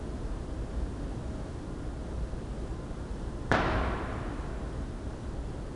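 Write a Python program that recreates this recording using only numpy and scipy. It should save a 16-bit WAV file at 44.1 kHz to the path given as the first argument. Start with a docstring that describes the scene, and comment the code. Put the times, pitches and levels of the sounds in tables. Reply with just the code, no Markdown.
"""Ventilation rumbles, with faint fan tones, all the way through in a large, hard weight room.
About 3.5 s in, a lifter catching a dumbbell overhead lands on a wooden platform: a toe touches,
then two hard heels strike 7 ms apart. The boards knock, the soles slap and the walls echo.
The hall rings on with a low boom, and the steel racks ring faintly."""
import sys
import numpy as np
from scipy import signal
from scipy.fft import rfft, irfft
from scipy.io import wavfile

SR = 44100
rng = np.random.default_rng(int(sys.argv[2]) if len(sys.argv) > 2 else 0)


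def transcribe(signal):
    """Save signal, clipped to [-1, 1], as a 16-bit WAV file at the path in sys.argv[1]."""
    frames = np.atleast_2d(signal).T
    limited = np.clip(frames, -1, 1)
    pcm = np.round(limited * 32767).astype(np.int16)
    wavfile.write(sys.argv[1], SR, pcm)


N = 253575
TIME = np.arange(N) / SR

# Toe, heel, heel. Each row: start in seconds, push in dB, contact time in seconds, sole slap in dB.
FOOT_CONTACTS = [(3.5123, -31, .0015, -34), (3.5158, -6.5, 0.00074, -8), (3.5227, -6, 0.001415, -2.5)]
FIRST_HEEL_S = FOOT_CONTACTS[1][0]


def gain_of(db):
    """Turns decibels into a number to multiply a sound by."""
    return 10 ** (np.asarray(db) / 20)


def evened(x):
    """Scales a signal to an average size (rms) of 1."""
    return x / np.sqrt(np.mean(x ** 2) + 1e-20)


def read(points, hz):
    """Reads between a table's rows, giving each octave equal room."""
    row_hz, value = np.transpose(points)
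    return np.interp(np.log(hz + 1), np.log(row_hz + 1), value)


def add(mix, start_s, sound):
    """Mixes a sound in at its start time."""
    part = mix[max(round(start_s * SR), 0):][:len(sound)]
    part += sound[:len(part)]


def coloured(x, spectrum):
    """Turns each frequency up or down as a table says."""
    hz = np.fft.rfftfreq(len(x), 1 / SR)
    return irfft(rfft(x) * gain_of(read(spectrum, hz)), len(x))


def noise(spectrum, size):
    """Noise of average size 1, coloured by a table."""
    return evened(coloured(rng.standard_normal(size), spectrum))


def drift(rate_hz):
    """A slow random wander of average size 1."""
    hz = np.fft.rfftfreq(N, 1 / SR)
    return evened(irfft(rfft(rng.standard_normal(N)) * np.exp(-(hz / rate_hz) ** 2), N))


def ventilation(air_db=-36.5, swell_db=0.38, waver=0.99, wander_radians=0.68):
    """Air rumbles and hisses in the ducts, and the fans hum with wavering tones."""
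    # Duct noise. Each row: frequency in Hz, relative level in dB.
    air_colour = [(12, -13), (33, -1.5), (58, 2), (88, -6.5), (112, -6), (190, -11.5), (330, -12),
                  (480, -18.5), (950, -26.5), (1650, -32.5), (2300, -41), (3200, -40.5), (6000, -45),
                  (10000, -48)]
    # Fan tones. Each row: pitch in Hz, average level in dB before the wavering.
    fan_tones = [(59.2, -53.5), (285, -59), (520, -68), (635.2, -62), (1031, -71), (1410, -73.5)]
    air = gain_of(air_db) * noise(air_colour, size=N) * gain_of(swell_db * drift(rate_hz=3.8))
    hum = np.zeros(N)
    for hz, db in fan_tones:
        level = np.sqrt(2) * gain_of(db) * (1 + waver * drift(rate_hz=2.6))
        hum += level * np.sin(2 * np.pi * hz * TIME + wander_radians * drift(rate_hz=1.7))
    return air + hum


def feet(thump_db=-7, slap_db=-8, scuff_db=-37, scuff_s=0.0097):
    """Each contact is a short push that rings the boards, with a slap as the sole closes on the wood."""
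    # The boards' tones. Each row: pitch in Hz, relative level in dB, seconds to fade by 60 dB.
    board_tones = [(104, -32, 0.15), (200, -21, 0.064), (334, -19, 0.12), (470, -19, 0.022),
                   (729, -21, 0.1), (1040, -20, .06), (1484, -5.5, 0.025), (1680, -1, 0.025),
                   (1850, -16, 0.017), (2050, -11, 0.034)]
    # A flat sole's slap. Each row: frequency in Hz, boost or cut in dB.
    slap_colour = [(200, -6), (900, 7), (2400, -3), (3500, 10), (4600, 0), (5700, 1.5), (7500, -7.5),
                   (9400, -8.5), (10500, -16)]
    t, knocks, slaps = TIME[:SR // 2], np.zeros(N), np.zeros(N)
    boards = sum(gain_of(db - 60 * t / fade_s) * np.cos(2 * np.pi * hz * t)
                 for hz, db, fade_s in board_tones)
    for start_s, push_db, contact_s, sole_db in FOOT_CONTACTS:
        force = np.sin(np.pi * np.minimum(t / contact_s, 1)) ** 2  # a longer, softer push sounds duller
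        ring = signal.fftconvolve(force / force.sum(), boards)[:len(t)]
        add(knocks, start_s, -gain_of(push_db) * (gain_of(thump_db) * force + ring))
        click = gain_of(slap_db) * (t == 0)
        scuff = gain_of(scuff_db) * np.exp(-t / scuff_s) * rng.standard_normal(len(t))  # the sole settles
        add(slaps, start_s + contact_s / 2, gain_of(sole_db) * (click + scuff))
    return knocks + coloured(slaps, slap_colour)


def wall_echoes(sound, band_hz=(350, 5500), nearest_s=0.008, farthest_s=0.041, scatter_db=-18.5, count=7):
    """Near walls and equipment throw the sound back, thinner and a little duller."""
    # One clear echo from each of the two nearest walls. Each row: delay in seconds, relative level in dB.
    near_walls = [(.0292, -7.5), (0.0346, -7.5)]
    echo = signal.lfilter(*signal.butter(1, band_hz, "bandpass", fs=SR), sound)
    out = np.zeros(N)
    for delay_s, db in near_walls:
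        add(out, delay_s, gain_of(db) * echo)
    for place in (np.arange(count) + rng.random(count)) / count:  # weak echoes off racks and benches
        add(out, nearest_s + place * (farthest_s - nearest_s), gain_of(scatter_db) * echo)
    return out


def hall_ring(level_db=-28, build_s=0.011, early_db=-3, early_s=0.05,
              far_db=1.5, far_delay_s=0.23, far_spread_s=0.11):
    """Countless echoes blur together, swell as the far walls answer, then fade, the treble first."""
    # The landing as it spreads through the hall. Each row: frequency in Hz, relative level in dB.
    hall_colour = [(40, -14), (100, 3), (170, 0), (340, 3), (520, -3), (700, 1.5), (920, -3), (1060, 1),
                   (1220, -3.5), (1420, -3.5), (1750, -7), (2000, -10.5), (2400, -13.5), (3100, -18),
                   (3800, -19), (5500, -26.5), (7000, -35), (10000, -49)]
    # How long the hall rings. 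Each row: frequency in Hz, seconds to fade by 60 dB.
    fade_times = [(100, 3.4), (300, 3.13), (700, 2.75), (1500, 3.11), (3000, 2.6), (5000, 1.64),
                  (9000, 0.67)]
    size, out = 5 * SR // 2, np.zeros(N)
    hz, slice_s, bands = signal.stft(noise(hall_colour, size), SR, nperseg=512)
    bands = bands * gain_of(-60 * slice_s / read(fade_times, hz)[:, None])
    tail = signal.istft(bands, SR, nperseg=512)[1][:size]
    t = TIME[:size]
    build_up = 1 - np.exp(-(t / build_s) ** 2)
    early_lift = 1 + gain_of(early_db) * np.exp(-t / early_s)  # scatter off the equipment
    swell_db = far_db * np.exp(-((t - far_delay_s) / far_spread_s) ** 2)
    add(out, FIRST_HEEL_S, gain_of(level_db + swell_db) * build_up * early_lift * tail)
    return out


def steel_racks(rise_s=0.023):
    """The steel frames pick up the heel strike through the floor and ring faintly."""
    # The frames' tones. 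Each row: pitch in Hz, level in dB, seconds to fade by 60 dB.
    rack_tones = [(632.6, -36.5, 1.8), (723, -40, 1.4), (1030, -45, 1.5), (1300, -59, 0.98),
                  (1370, -41, 2.3), (1346, -42, 1.4), (1700, -45, 1.7), (2050, -54, 0.89), (2110, -57, 1.1),
                  (3070, -50.5, 1.4), (3540, -62, 1.0), (3770, -52, 1.0)]
    t, out = TIME[:2 * SR], np.zeros(N)
    for hz, db, fade_s in rack_tones:
        ring = gain_of(db - 60 * t / fade_s) * np.sin(2 * np.pi * (hz * t + rng.random()))
        add(out, FIRST_HEEL_S, ring * (1 - np.exp(-t / rise_s)))
    return out


def hall_boom(level_db=-36, peak_s=0.27):
    """The weight on the floor stirs the hall's deepest tones, which build slowly and die away."""
    # The deep boom. Each row: frequency in Hz, relative level in dB.
    boom_colour = [(20, -23), (40, 1), (60, 1.5), (90, -2.5), (200, -43), (600, -78)]
    age, out = TIME[:2 * SR] / peak_s, np.zeros(N)
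    swell = (age * np.exp(1 - age)) ** 2
    add(out, FIRST_HEEL_S, gain_of(level_db) * swell * noise(boom_colour, size=len(age)))
    return out


def scene():
    """The landing in its room, over the ventilation."""
    landing = feet()
    room = wall_echoes(landing) + hall_ring() + steel_racks()
    return (landing + room + ventilation() + hall_boom())[None]


def record(dry, cutoff_hz=10450):
    """Cuts away the highest treble."""
    low_pass = signal.firwin(401, cutoff_hz, window=("kaiser", 7), fs=SR)
    return signal.oaconvolve(dry, low_pass[None], "same")


dry = scene()
out = record(dry)
transcribe(out)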